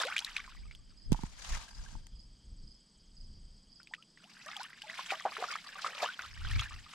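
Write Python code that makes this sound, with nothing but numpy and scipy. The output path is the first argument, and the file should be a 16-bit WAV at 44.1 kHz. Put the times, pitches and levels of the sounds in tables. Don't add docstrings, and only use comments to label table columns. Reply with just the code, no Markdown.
import sys
import numpy as np
from scipy import signal
from scipy.io import wavfile

SR = 44100
rng = np.random.default_rng(int(sys.argv[2]) if len(sys.argv) > 2 else 0)


def digitize_waveform(pressure):
    field = np.atleast_2d(pressure).T
    bounded = np.clip(field, -1, 1)
    quanta = np.round(bounded * 32767).astype(np.int16)
    wavfile.write(sys.argv[1], SR, quanta)


N = 306054


def amp(db):
    return np.exp(np.asarray(db) * (np.log(10) / 20))


def rms_one(x):
    return x / np.sqrt(np.mean(x ** 2) + 1e-20)


def in_time(rows):
    return np.interp(np.arange(N) / SR, *np.transpose(rows))


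def drift(rate_hz):
    pole = np.exp(-40 * np.pi * rate_hz / SR)
    slow = signal.lfilter([1], [1, -2 * pole, pole * pole], rng.standard_normal(N // 20 + 4002))[4000:]
    return np.interp(np.arange(N) / 20, np.arange(len(slow)), rms_one(slow))


def add(out, s, piece):
    at = int(s * SR)
    out[:, at:at + piece.shape[-1]] += piece[..., :N - at]


def bandpass(x, low_hz, high_hz, order=2):
    return signal.sosfilt(signal.butter(order, [low_hz, high_hz], "band", fs=SR, output="sos"), x)


def flickering_noise(spectrum, alike_hz, shared_db, own_db, rate_hz):
    hz_at, db_at = np.transpose(spectrum)
    edges = hz_at[0] * 2 ** np.arange(0, np.log2(hz_at[-1] / hz_at[0]) + .3, .5)
    out, white, together = 0, rng.standard_normal((2, 2, N)), drift(rate_hz)
    for k, (low, high) in enumerate(zip(edges, edges[1:])):
        mid, side = bandpass(white[k % 2], low, high)
        hz = np.sqrt(low * high)
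        steady_db = np.interp(np.log(hz), np.log(hz_at), db_at)
        flicker_db = shared_db * together + own_db * drift(rate_hz)
        out = out + amp(steady_db + flicker_db) * (mid + side * hz / (hz + alike_hz) * [[1], [-1]])
    return rms_one(out)


def surges(rows, rise_db_per_s=131, fall_db_per_s=143):
    t = np.arange(0, N + 40, 40) / SR
    power = sum(amp(db - np.maximum(rise_db_per_s * (s - t), fall_db_per_s * (t - s))) ** 2
                for s, db in rows)
    return np.interp(np.arange(N) / SR, t, power)


def bubble(hz, ring_s, rise, lag_s=1.2e-5):
    t = np.maximum(np.arange(int(ring_s * SR) + 9) / SR + [[-lag_s], [lag_s]], 0)
    onset = np.minimum(t * hz / 0.96, 1)
    tone = np.sin(2 * np.pi * hz * (t + rise * t ** 2 / (2 * ring_s)))
    return tone * amp(-60 * t / ring_s) * onset


def gurgle(level_db, per_s, centre_hz, spread, cycles, size_db):
    out = np.zeros((2, N))
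    chance = per_s * amp(6 * drift(14)) / SR
    born = np.flatnonzero((rng.random(N) < chance) & (level_db > -74))
    for at, (pitch, ring, rise, place, size) in zip(born, rng.standard_normal((len(born), 5))):
        hz = centre_hz * np.exp(spread * np.clip(pitch, -1.5, 2.4))
        ring_s = cycles * np.exp(.5 * ring) / hz
        blip = bubble(hz, ring_s, rise=.4 * abs(rise), lag_s=1e-5 + 2.5e-5 * place)
        add(out, at / SR, blip * amp(level_db[at] + size_db * min(size, 1.3)))
    return out


def wading():
    # (time [s], level [dB])
    moving_water = [(0, -43), (.25, -50.5), (.45, -54.5), (.8, -76), (1.0, -75), (3.75, -97), (4.12, -77.5),
                    (4.3, -58), (4.72, -62.5), (5.19, -52), (5.42, -44), (5.77, -61.5), (6.0, -56),
                    (6.83, -54.5), (6.94, -50.5)]
    # (time [s], level [dB])
    strides = [(0, -34.5), (4.5, -50.5), (4.62, -48), (4.99, -41.5), (5.11, -40.5), (5.52, -44),
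               (5.7, -49.5), (5.85, -42.5), (6.042, -37), (6.24, -47.5), (6.501, -45), (6.61, -41)]
    # (time [s], level [dB])
    sloshes = [(0, -40.5), (5.41, -41.5), (5.87, -44.5), (6.042, -41)]
    # (frequency [Hz], relative level [dB])
    spray_colour = [(700, -12), (1000, -4.5), (2550, -1), (5000, -5.5), (8500, -19), (13000, -22.5),
                    (15500, -56)]
    stirring_db = 10 * np.log10(amp(in_time(moving_water)) ** 2 + surges(strides))
    deep_db = 10 * np.log10(1e-12 + surges(sloshes))
    small = gurgle(stirring_db + 1.5, per_s=230, centre_hz=2460, spread=.5, cycles=40, size_db=7.5)
    large = gurgle(deep_db, per_s=160, centre_hz=720, spread=0.251, cycles=20, size_db=2.5)
    hiss = flickering_noise(spray_colour, alike_hz=4500, shared_db=2.06, own_db=3.8, rate_hz=52)
    spray = amp(stirring_db - 3.5) * hiss
    spray[0] = np.roll(spray[0], 1)
    return small + large + spray


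def far_hum():
    # (frequency [Hz], relative level [dB])
    colour = [(20, 10.5), (90, -22.5), (160, 8), (300, -5.5), (565, -14.5), (2400, -21.5), (7100, -18.5),
              (9400, -33.5), (15500, -87)]
    return amp(-69) * flickering_noise(colour, alike_hz=170000, shared_db=0.24, own_db=0.2, rate_hz=0.93)


def cricket_chorus():
    # (pitch [Hz], half width [Hz], level [dB])
    chorus = [(3220, 176, -79), (4860, 280, -70), (8100, 250, -82)]
    out = np.zeros(N)
    for hz, half_hz, db in chorus:
        song = rms_one(bandpass(rng.standard_normal(N), hz - half_hz, hz + half_hz))
        out += amp(db + 2.1 * drift(21)) * song
    return out


def wing_stroke(hz, length_s, droop, octave_db):
    progress = np.arange(int(length_s * SR)) / (length_s * SR)
    phase = 2 * np.pi * np.cumsum(hz * (1 - droop * progress ** 4)) / SR
    return np.sin(np.pi * progress ** 0.9) * (np.sin(phase) + amp(octave_db) * np.sin(2 * phase))


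def cricket_trills():
    # (first stroke [s], rate [strokes/s], pitch [Hz], level [dB])
    trills = [(.014, 16.92, 8000, -69), (.026, 11.56, 6600, -75)]
    out = np.zeros((2, N))
    for first, per_s, hz, db in trills:
        stroke = wing_stroke(hz, length_s=0.018, droop=0.12, octave_db=-64.5)
        for s in np.arange(first, N / SR - .03, 1 / per_s):
            add(out, s + abs(rng.normal(0, 0.0051)), amp(db + rng.normal(0, 1.8)) * stroke)
    return out


def plops(spit_db=-10, wash_db=-15, ring_db=-1, shed_db=-15, ring_cycles=36, wash_cycles=85):
    # (time [s], level [dB], pitch [Hz])
    hits = [(0.018, -25, 1180), (0.035, -21, 1455), (0.051, -28, 3650), (0.123, -26.5, 1430),
            (0.165, -16.5, 2320), (0.18, -19, 3020), (0.19, -18, 3040), (0.247, -21, 3880),
            (0.365, -18.5, 2360), (0.401, -31, 2170), (0.711, -38, 2130), (0.75, -38.5, 3160),
            (1.533, -35, 1710), (3.801, -45, 1415), (3.831, -42, 4560), (3.872, -42.5, 2400),
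            (3.937, -26, 1830), (3.947, -39, 2550), (4.025, -42.5, 2870), (4.174, -45.5, 1870),
            (4.241, -43, 2780), (4.368, -44.5, 1500), (4.461, -39, 5760), (4.487, -34.5, 1220),
            (4.566, -26.5, 3160), (4.632, -32.5, 5060), (4.731, -38, 1880), (4.819, -30, 2850),
            (4.898, -27.5, 1900), (4.992, -28, 1010), (5.105, -21, 2410), (5.121, -24, 744),
            (5.198, -32.5, 1890), (5.252, -18.5, 776), (5.26, -23.5, 703), (5.32, -35, 1140),
            (5.367, -27, 1280), (5.424, -24.5, 703), (5.44, -24.5, 1180), (5.555, -25, 1225),
            (5.792, -33, 1300), (5.845, -22.5, 1164), (5.863, -22.5, 1264), (6.028, -21, 685),
            (6.044, -28, 926), (6.192, -25, 1420), (6.449, -30, 1470), (6.594, -23.5, 2570)]
    out, t = np.zeros((2, N)), np.arange(6000) / SR
    for s, db, hz in hits:
        noise = rng.standard_normal((3, len(t)))
        spit = bandpass(noise[0] + .5 * noise[1:], hz, min(2.93 * hz, 10500))
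        spit *= amp(spit_db - 60 * t / .015)
        wash = rms_one(bandpass(noise[1] ** 3, hz * 0.71, hz * 1.74))
        wash *= amp(wash_db - 60 * t * hz / wash_cycles)
        add(out, s, amp(db) * (spit + wash) * np.minimum(t / 0.0014, 1))
        add(out, s, amp(db + ring_db) * bubble(hz, ring_cycles / hz, rise=0.27))
        for later, pitch, rise in rng.random((3, 3)):
            shed_hz = hz * amp(8 * pitch - 2)
            add(out, s + .018 * later, amp(db + shed_db) * bubble(shed_hz, ring_cycles / shed_hz, rise))
    return out


def glugs():
    # (time [s], level [dB], start pitch [Hz], end pitch [Hz], length [s])
    pockets = [(0.048, -40, 477, 1050, 0.054), (0.099, -37.5, 1190, 2760, 0.025),
               (0.206, -52, 790, 1294, 0.055), (0.272, -44, 1430, 2990, 0.018),
               (0.385, -48.5, 1153, 1164, 0.023), (0.477, -51.5, 1016, 1114, 0.027),
               (0.566, -54.5, 1790, 2700, 0.013), (3.911, -56.5, 841, 1210, 0.036),
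               (3.978, -59.5, 1250, 1390, 0.043), (4.234, -64.5, 597, 1250, 0.057),
               (4.458, -54, 595, 925, 0.076), (4.56, -49.5, 890, 681, .03), (4.596, -39, 728, 1200, 0.027),
               (4.836, -47, 830, 890, 0.025), (4.862, -56.5, 616, 674, 0.089), (5.132, -53, 624, 660, 0.05),
               (5.382, -41.5, 414, 540, 0.036), (5.753, -56.5, 763, 800, 0.038)]
    out, level_wobble, pitch_wobble = np.zeros((2, N)), amp(2.5 * drift(60)), drift(150)
    for s, db, start_hz, end_hz, length_s in pockets:
        progress = np.arange(int(length_s * SR)) / (length_s * SR)
        hz = start_hz * (end_hz / start_hz) ** (progress ** 1.3)
        hz *= np.exp(0.027 * pitch_wobble[int(s * SR):][:len(hz)])
        shape = np.minimum(progress * 16, 1) * (1 - progress) ** 0.3
        add(out, s, amp(db) * shape * np.sin(2 * np.pi * np.cumsum(hz) / SR))
    return out * level_wobble


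def microphone_thumps(fast_air_from_s=6.0):
    # (frequency [Hz], relative level [dB])
    colour = [(14, -11.5), (22, 8), (45, 5.5), (70, -8.5), (120, -11), (230, -23.5), (450, -55)]
    # (middle time [s], peak level [dB], half length [s])
    thumps = [(0.683, -43, 0.23), (1.12, -27, 0.022), (1.235, -36, 0.089), (1.538, -28, 0.044),
              (1.818, -38, 0.054), (1.964, -39.5, 0.04), (2.176, -41, 0.14), (2.53, -40, 0.055),
              (2.649, -42.5, 0.047), (3.341, -42, 0.17), (6.461, -33, 0.072), (6.566, -29, 0.034),
              (6.757, -41.5, 0.046)]
    out = np.zeros((2, N))
    rumble = flickering_noise(colour, alike_hz=0.91, shared_db=0.59, own_db=1.0, rate_hz=5.8)
    flutter = rms_one(bandpass(rng.standard_normal((2, N)), 55, 106.4, order=3))
    for s, peak_db, half_s in thumps:
        span = slice(max(int((s - 4 * half_s) * SR), 0), int((s + 4 * half_s) * SR))
        flutter_db = -0.5 if s > fast_air_from_s else -23.5
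        left, other = rumble[:, span] + amp(flutter_db) * flutter[:, span]
        alike = .995 if 2.1 < s < 4.0 else .25
        right = alike * left + np.sqrt(1 - alike ** 2) * other
        t = np.arange(N)[span] / SR - s
        lump = np.exp(-np.abs(t / half_s) ** 1.1) * [left, right]
        out[:, span] += amp(peak_db) * lump / np.abs(lump.mean(axis=0)).max()
    return out


def near_cricket():
    # (time [s], relative level [dB])
    chirps = [(.972, -0.5), (1.697, -0.5), (2.152, -2.5), (2.67, -2.5), (3.162, -1), (3.715, -0.5)]
    # (delay [s], level [dB], pitch [Hz])
    strokes = [(0, -50.5, 4970), (.037, -49, 4980), (0.072, -50.5, 5180)]
    direct, t = np.zeros((2, N)), np.arange(2000) / SR
    for s, chirp_db in chirps:
        for later, stroke_db, hz in strokes:
            stroke = wing_stroke(hz, length_s=0.0228, droop=0.16, octave_db=-28)
            add(direct, s + later, amp(chirp_db + stroke_db) * stroke)
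    echoes = rng.standard_normal((2, len(t))) * amp(-60 * t / .1)
    blurred = signal.fftconvolve(direct, echoes / np.linalg.norm(echoes[0]), axes=1)[:, :N]
    rasp = amp(4 * drift(250))
    return .5 * (direct + blurred) * rasp


def camera_rings(t, extra_pitch=2.74, settle_s=0.0015):
    # (pitch [Hz], time to fade by 60 dB [s])
    housing = [(140, 0.024), (900, 0.024), (1600, 0.036)]
    bent_time = t + extra_pitch * settle_s * (1 - np.exp(-t / settle_s))
    return [amp(-60 * t / ring_s) * np.sin(-2 * np.pi * hz * clock)
            for (hz, ring_s), clock in zip(housing, (bent_time, t, t))]


def hand_knocks():
    # (time [s], thud level [dB], ring level [dB], tick level [dB])
    knocks = [(1.1198, -3, -36.5, -35), (1.128, -50, -35, -32.5), (1.146, -28, -31.5, -59),
              (1.191, -29, -40, -72), (1.235, -17, -35, -47), (1.953, -34.5, -43, -69),
              (2.068, -56, -65, -48.5)]
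    out, t = np.zeros((2, N)), np.arange(5000) / SR
    thud, ring, _ = camera_rings(t)
    for s, thud_db, ring_db, tick_db in knocks:
        knock = amp(thud_db) * thud * np.minimum(t / 0.0058, 1) + amp(ring_db) * ring
        add(out, s, knock * amp([[-18], [5]]))
        tick = rng.standard_normal((2, len(t))) * amp(tick_db - 60 * t / 0.014)
        add(out, s, bandpass(tick, 1500, 8500) * amp([[8], [2.5]]))
    return out


def hand_rub(slips_per_s=37, slip_db=4.5, grip_from_s=1.55):
    # (time [s], level [dB])
    rub_levels = [(1.1, -130), (1.13, -54.5), (1.35, -58.5), (1.53, -45), (1.68, -56.5), (1.75, -62),
                  (1.84, -57), (1.95, -59.5), (1.98, -64), (2.3, -130)]
    # (frequency [Hz], relative level [dB])
    colour = [(450, -15), (970, -3.5), (1900, -7.5), (6100, -7.5), (9000, -20), (12500, -32), (15500, -54)]
    out, t = np.zeros((2, N)), np.arange(5000) / SR
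    _, lower, upper = camera_rings(t)
    rubbing = amp(in_time(rub_levels))
    slips = (rng.random(N) < slips_per_s / SR) * rubbing
    slips[:int(grip_from_s * SR)] = 0
    for at in np.flatnonzero(slips > 1e-5):
        lower_db, upper_db = slip_db + 4 * rng.standard_normal(2)
        ring = amp(lower_db) * lower + amp(upper_db) * upper
        add(out, at / SR, slips[at] * ring * np.minimum(t / 0.0023, 1))
    hiss = flickering_noise(colour, alike_hz=540, shared_db=2.9, own_db=1.8, rate_hz=36)
    return out + rubbing * hiss * amp([[2.2], [-1.5]])


def scene():
    return (wading() + far_hum() + cricket_chorus() + cricket_trills() + plops() + glugs()
            + microphone_thumps() + near_cricket() + hand_knocks() + hand_rub())


def record(dry):
    return signal.sosfilt(signal.cheby2(12, 70, 15600, fs=SR, output="sos"), dry)


dry = scene()
out = record(dry)
digitize_waveform(out)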